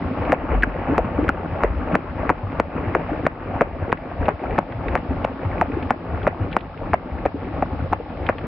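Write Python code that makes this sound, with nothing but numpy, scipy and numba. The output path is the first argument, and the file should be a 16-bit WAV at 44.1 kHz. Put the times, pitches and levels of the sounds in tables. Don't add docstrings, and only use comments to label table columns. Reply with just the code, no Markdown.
import sys
import numpy as np
from scipy import signal
from scipy.fft import rfft, irfft, next_fast_len
from scipy.io import wavfile
from scipy.ndimage import uniform_filter1d
from numba import njit

SR = 44100
rng = np.random.default_rng(int(sys.argv[2]) if len(sys.argv) > 2 else 0)


def unload_wav(signal):
    wavfile.write(
        sys.argv[1],
        SR,
        np.round(np.clip(np.atleast_2d(signal).T, -1, 1) * 32767).astype(np.int16),
    )


def invert_db(level):
    return 10 ** (np.asarray(level, dtype=float) / 20)


N = 373517

# start_s, level_db, start_hz, end_hz
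FOOT_SLAPS = [(0.3205, -8.5, 2507, 359), (0.6328, -3.5, 1870, 1580), (0.6359, -6.5, 2023, 1312),
              (0.98, -3.5, 1780, 274), (1.2909, -2, 1520, 1360), (1.635, -5, 1883, 232),
              (1.9432, -16, 1750, 996), (1.952, -9.5, 2184, 1323), (1.9533, -5, 1524, 400),
              (2.2928, -5.5, 2256, 410), (2.3001, -1.7, 1500, 643), (2.599, -2.5, 1684, 211),
              (2.9495, -5, 2080, 423), (3.2647, -9, 2500, 208), (3.609, -5, 2140, 361),
              (3.9262, -2, 1864, 180.4), (4.2824, -9, 1540, 330), (4.5823, -13, 1830, 207),
              (4.5875, -1.5, 1226, 561), (4.953, -7, 2230, 347), (5.2481, -5.5, 1028, 413),
              (5.6122, -7, 2195, 366), (5.9059, -3.5, 1542, 457), (6.2677, -10.5, 2310, 380),
              (6.5658, -1.5, 1470, 548), (6.9329, -8, 2145, 345), (7.6237, -10, 1456, 305),
              (7.9263, -15.5, 1500, 302), (8.289, -10, 2604, 349), (8.2943, -12.5, 1717, 507)]
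# start_s, level_db, start_hz, ring_ms
AIR_POCKETS = [(0.3255, -10.5, 555, 12), (0.3284, -6, 897, 8.2), (0.3376, -3.5, 800, 1.8),
               (0.9846, -12, 497, 13), (0.9874, -12, 857, 11), (1.2962, -13.5, 1150, 5.8),
               (1.643, -6, 456, 5.9), (1.6441, -14, 756, 9), (2.3034, -5, 269, 7.6),
               (2.3061, -10, 1090, 3.6), (2.5973, -13.5, 503, 9.8), (2.9549, -9.5, 795, 4.5),
               (2.965, -10.5, 403, 3.1), (3.2672, -2, 795, 3.4), (3.6156, 1.5, 633, 3.8),
               (3.6186, -13.5, 760, 11.0), (4.2868, -6, 864, 5.6), (4.29, -7.5, 674, 1.6),
               (4.5844, -19.5, 667, 14), (4.9594, -7, 843, 2.8), (5.6158, -15, 1138, 7.6),
               (5.6188, -14, 866, 11), (5.9092, -10, 990, 3.9), (6.2748, -1.5, 700, 4.1),
               (6.9399, -1.5, 910, 5.6), (7.2544, -14.5, 715, 6.5), (7.2598, 1.5, 752, 1.7),
               (7.626, -13.5, 962, 7.3), (7.9308, -6, 1247, 4), (8.296, -5.5, 644, 3.7)]
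# start_s, peak_db, pitch_hz
WATER_PLOPS = [(0.114, -16.5, 273), (0.223, -16, 308.4), (0.438, -16, 310), (0.531, -6, 480),
               (0.896, -7, 272), (0.922, -8.5, 309), (1.044, -14, 221), (1.186, -3, 295.5),
               (1.227, -7.5, 321), (1.446, -13.5, 705), (1.939, -7, 283.6), (2.232, -9, 652),
               (2.778, -9.5, 493), (2.863, -21.5, 273), (3.117, -9, 310), (3.543, -16.5, 700),
               (3.894, -12.5, 473), (4.114, -15.5, 733), (4.21, -15.5, 281), (4.437, -10.5, 775),
               (4.855, -17.5, 289), (5.107, -11.5, 268), (5.297, -14, 270), (5.505, -19.5, 750),
               (5.697, -14, 296), (6.14, -17, 710), (6.328, -13, 744), (6.814, -14.5, 680),
               (7.343, -10.5, 288), (8.0, -14, 484)]
# start_s, peak_db, pitch_hz, left_minus_right_db
WATER_DROPS = [(0.251, -19, 1920, -7.5), (0.6235, -7.5, 1950, 0), (1.052, -24, 2318, -22),
               (1.2414, -20, 1950, -9), (1.281, -10.5, 1770, -3), (1.923, -22, 1980, 4),
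               (2.5204, -24, 2090, -7.5), (3.2535, -13.5, 1500, 4.5), (3.9198, -10, 2050, -2),
               (3.9734, -17, 1980, 1), (4.2564, -20, 2480, 12), (4.306, -15, 1710, -7),
               (4.5084, -21, 1990, 4), (4.5799, -12.5, 1874, 2), (4.723, -18, 1970, -12),
               (4.883, -14.5, 2140, -8.5), (4.9748, -12, 1680, 6), (5.244, -14, 2204, 4.5),
               (5.8262, -22, 2460, 0.0), (5.8986, -15.5, 1653, 1.5), (6.23, -23, 2380, 2),
               (6.5148, -30, 3040, 2), (6.5278, -16.5, 2530, 10), (6.5863, -23, 2700, -8.5),
               (6.6074, -22.5, 2700, -9), (6.7755, -26.5, 2280, -1), (7.2534, -11, 1740, -2),
               (8.2655, -20, 2670, -11), (8.383, -21.5, 2580, 4)]
# start_s, peak_db, pitch_hz
WING_STROKES = [(0.508, -13.5, 84.9), (0.911, -19, 77.4), (1.175, -20, 69), (1.273, -15.5, 69),
                (1.517, -16.5, 96.2), (1.751, -16.5, 75.8), (1.908, -26, 71.2), (2.154, -28.5, 66.9),
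                (2.43, -16, 101.8), (2.578, -20, 82), (2.866, -16, 98), (3.241, -26, 103.3),
                (3.802, -20, 102.6), (4.186, -18.5, 93.8), (4.744, -23, 116), (4.9, -20.5, 71.5),
                (5.085, -17, 78.3), (5.449, -14, 99.6), (5.602, -22.5, 84.8), (5.734, -20, 83.6),
                (6.135, -17, 86.8), (6.402, -13.5, 103.2), (6.769, -25.5, 85.4), (7.119, -18, 73.2),
                (7.602, -24.5, 69.1), (7.715, -20.5, 75), (7.815, -18, 90)]
# start_s, peak_db, pitch_hz, t60_s
HULL_KNOCKS = [
    (0.532, -16.5, 50.1, 0.63),
    (1.63, -15.5, 49.3, 0.35),
    (1.699, -22, 68.7, .45),
]
# start_s, level_db
CHURN_LEVEL = [(0.0, -37), (0.28, -29.5), (2.78, -33.5), (3.07, -32), (3.28, -33.5), (4.13, -34.5),
               (4.36, -33), (4.76, -33.5), (5.0, -33.5), (5.45, -34.5), (5.73, -31.5), (5.92, -36.5),
               (6.39, -34.5), (6.58, -37.5), (6.91, -37), (8.47, -38.5)]
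# low_hz, high_hz, level_db at mean churn, churn_share, lull_share
WAKE_LAYERS = [
    (34.03, 185, -28.5, 0.37, 1.4),
    (178.77, 950, -28, 0.83, 0.76),
    (918.4, 4480, -36.5, 1.11, 0.57),
]
# freq_hz, level_db_per_hz
WAKE_SPECTRUM = [(15, -40.5), (25, -1.5), (97, 2.5), (124, -6.5), (169, -6), (203, -17), (259, -9.5),
                 (416, -21), (510, -15.5), (906, -19.5), (1000, -28), (1090, -21.5), (1280, -26.5),
                 (2190, -33.5), (3370, -37.5), (4380, -81.5), (7410, -120)]
# deepest_s, over_s, depth_db
STEP_LULLS = [
    (0.095, 0.175, 2.5),
    (0.105, 0.275, 4.5),
]
# freq_hz, side_minus_mid_db
SIDE_SPECTRUM = [(60, -13), (92, -14.5), (140, -22.5), (220, -16), (340, -13), (520, -13), (800, -10),
                 (1230, -4.5), (1900, -7.5), (2920, -4)]
# freq_hz, left_minus_right_db
LEFT_SPECTRUM = [(150, 0), (300, 1.8), (800, 1.5), (1300, 3), (2000, 0), (3000, -1), (6000, 0)]
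# freq_hz, level_db_per_hz
HISS_SPECTRUM = [(2000, -12), (3000, -2), (4000, -9.5), (5300, -13.5)]

SLAP_RING_MS = 3.22
POCKET_RISE_S, GLIDE_PER_RING = .0006, .5
POCKET_REST_HZ, POCKET_LEAD_SHARE = 490, .22
STEP_GAP_S = .1
TREBLE_TOP_HZ = 2700
HISS_DB, HISS_TOP_HZ = -54.5, 5340
LIMIT_KNEE, LIMIT_RATIO, LIMIT_RELEASE_S = .46, 2.98, .19


def rms1(x):
    return x / np.sqrt(np.mean(x ** 2))


def shape(x, points):
    hz, db = np.transpose(points)
    size = next_fast_len(N + SR)
    f_hz = np.maximum(np.arange(size // 2 + 1) * SR / size, 1)
    gain = invert_db(np.interp(np.log(f_hz), np.log(hz), db))
    return irfft(rfft(x, size) * gain, size)[:N]


def band(x, lo_hz, hi_hz, order=2):
    return signal.sosfilt(signal.butter(order, [lo_hz, hi_hz], "band", fs=SR, output="sos"), x)


def low_pass(x, order, top_hz):
    return signal.sosfilt(signal.butter(order, top_hz, fs=SR, output="sos"), x)


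def add(out, start_s, sound):
    i = int(start_s * SR)
    out[..., i:i + sound.shape[-1]] += sound[..., :N - i]


def burst_envelope(t, rise_s, decay_s):
    return (1 - np.exp(-t / rise_s)) * np.exp(-t / decay_s)


def grains(per_s, scatter_db):
    out, count = np.zeros(N), int(per_s * N / SR)
    when, sign, size = rng.random((3, count))
    level_db = -scatter_db * np.log(np.maximum(size, .02))
    out[(when * N).astype(int)] = np.sign(sign - .5) * invert_db(level_db)
    return out


def walk(per_s):
    k = int(SR / per_s)
    steps = np.repeat(rng.standard_normal(N // k + 1), k)
    smooth = uniform_filter1d(uniform_filter1d(steps, k), k)
    return rms1(smooth[:N])


def pocket(start_hz, end_hz, ring_s, glide_s, rise_s, order=1):
    t = np.arange(int(7 * ring_s * SR)) / SR
    turns = end_hz * t + (start_hz - end_hz) * glide_s * (1 - np.exp(-t / glide_s))
    envelope = (1 - np.exp(-t / rise_s)) * np.exp(-(t / ring_s) ** order)
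    return envelope * np.sin(2 * np.pi * turns)


def claps():
    tones, spray_level = np.zeros(N), np.zeros(N)
    spray_burst = burst_envelope(np.arange(3000) / SR, 0.0004, 0.0065)
    snap = pocket(2280, 2600, 0.00081, 0.0036, 0.00052, order=2)
    thump = pocket(330, 170, 0.0046, 0.0044, 0.00025, order=2)
    blows = [(*row, SLAP_RING_MS) for row in FOOT_SLAPS]
    for s, db, hz, ring_ms in AIR_POCKETS:
        sagged_hz = POCKET_REST_HZ + POCKET_LEAD_SHARE * (hz - POCKET_REST_HZ)
        blows.append((s, db, hz, min(hz, sagged_hz), ring_ms))
    for s, db, start_hz, end_hz, ring_ms in blows:
        ring_s = ring_ms / 1000
        tone = pocket(start_hz, end_hz, ring_s, GLIDE_PER_RING * ring_s, POCKET_RISE_S, order=2)
        add(tones, s, invert_db(db + 5.5) * tone)
        add(spray_level, s, invert_db(db) * spray_burst)
    for s, db, _, _ in FOOT_SLAPS:
        add(tones, s - .0004, invert_db(db - 2.0) * snap)
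        add(tones, s + 0.0013, invert_db(db - 4.5) * thump)
    droplets = invert_db(-13) * rms1(band(grains(2500, 5.7), 480, 1800))
    heave = invert_db(-11) * rms1(band(grains(500, 5.3), 92, 520))
    return tones, spray_level * (droplets + heave)


def plops():
    out = np.zeros(N)
    chance = rng.random((len(WATER_PLOPS), 2))
    for (s, db, hz), (late, detune) in zip(WATER_PLOPS, chance):
        ring_s = 3.85 / hz
        first = pocket(0.94 * hz, 1.08 * hz, ring_s, 0.036, 0.00067)
        second = pocket(hz * (1.3 + 0.9 * detune), 1.6 * hz, 0.44 * ring_s, 0.016, 0.00043)
        add(out, s, invert_db(db - 2.5) * first)
        add(out, s + 0.0028 + 0.018 * late, invert_db(db - 6) * second)
    return out


def drops():
    out = np.zeros((2, N))
    flick_envelope = burst_envelope(np.arange(600) / SR, 0.00055, 0.0051)
    for s, db, hz, pan_db in WATER_DROPS:
        tick = pocket(1.2 * hz, .8 * hz, .0008, .001, .0003)
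        flick = flick_envelope * band(rng.standard_normal(600), .55 * hz, 1.2 * hz, order=3)
        sides = invert_db(db + np.clip([[pan_db], [-pan_db]], -6, 6) / 2)
        add(out, s, 0.99 * sides * tick)
        add(out, s, 1.28 * sides * flick)
    return low_pass(out, 8, 4600)


def wings_and_hull():
    out = np.zeros(N)
    wing_t60_s = .17
    for s, db, hz, t60_s in [(*row, wing_t60_s) for row in WING_STROKES] + list(HULL_KNOCKS):
        add(out, s, invert_db(db + 8) * pocket(1.42 * hz, .95 * hz, t60_s / np.log(1000), 0.0045, 0.01))
    return out


def lulls(t):
    blows = np.sort([row[0] for row in [*FOOT_SLAPS, *AIR_POCKETS]])
    steps = blows[np.diff(blows, prepend=0) > STEP_GAP_S]
    feet = STEP_LULLS[::-1] * len(steps)
    rows = []
    for s, (deep_s, over_s, depth_db) in zip(np.r_[0, steps], feet):
        rows += [(s, 0), (s + deep_s, -depth_db), (s + over_s, 0)]
    return np.interp(t, *np.transpose(rows))


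def gurgles(level):
    out = np.zeros(N)
    for when, size, loud in rng.random((450, 3)):
        hz = 280 * 8.1 ** size
        bubble = pocket(hz, 1.23 * hz, 3.3 / hz, 3.5 / hz, 0.82 / hz)
        add(out, when * N / SR, invert_db(-14 * loud - 9 * size) * bubble)
    return rms1(out) * level


def wake():
    t = np.arange(N) / SR
    churn_db, lull_db = np.interp(t, *np.transpose(CHURN_LEVEL)), lulls(t)
    churn_db = churn_db - churn_db.mean()
    out = gurgles(invert_db(-35 + .8 * churn_db + lull_db))
    shared_burst = walk(24)
    for lo_hz, hi_hz, db, churn_share, lull_share in WAKE_LAYERS:
        edges_hz, layer = np.geomspace(lo_hz, hi_hz, num=4), 0
        for a_hz, b_hz in zip(edges_hz, edges_hz[1:]):
            foam = rms1(grains(.6 * a_hz, 3.5)) + .7 * rng.standard_normal(N)
            layer = layer + band(foam, a_hz, b_hz) * invert_db(walk(30) + 1.6 * shared_burst)
        level = invert_db(db + 1.5 + churn_share * churn_db + lull_share * lull_db)
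        out = out + rms1(shape(layer, WAKE_SPECTRUM)) * level
    return out


def spread(wet):
    t = np.arange(4000) / SR
    scatter = rng.standard_normal(4000) * np.exp(-t / .02)
    scattered = signal.fftconvolve(wet, scatter / np.linalg.norm(scatter))[:N]
    return shape(scattered, SIDE_SPECTRUM)


def scene():
    clap, spray = claps()
    loose = spray + wake() + plops() + wings_and_hull()
    side = spread(loose)
    lean = np.array(LEFT_SPECTRUM)
    left = shape(clap + loose + side, lean * [1, .5])
    right = shape(clap + loose - side, lean * [1, -.5])
    return low_pass([left, right], 10, TREBLE_TOP_HZ) + drops()


def port_hiss():
    hiss = np.array([shape(port, HISS_SPECTRUM) for port in rng.standard_normal((2, N))])
    hiss = signal.sosfilt(signal.ellip(8, 1, 60, HISS_TOP_HZ, fs=SR, output="sos"), hiss)
    return invert_db(HISS_DB) * rms1(hiss)


@njit
def limit(peak, knee, power, keep):
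    gain, held = np.empty(len(peak)), knee
    for i in range(len(peak)):
        held = max(peak[i], knee + (held - knee) * keep)
        gain[i] = (knee / held) ** power
    return gain


def roll_off(x):
    return signal.sosfilt(signal.butter(12, 16450, fs=SR, output="sos"), x)


def record(dry):
    ports = dry + port_hiss()
    peak = np.abs(ports).max(axis=0)
    gain = limit(peak, LIMIT_KNEE, 1 - 1 / LIMIT_RATIO, np.exp(-1 / (LIMIT_RELEASE_S * SR)))
    return roll_off(ports * gain)


dry = scene()
out = record(dry)
unload_wav(out)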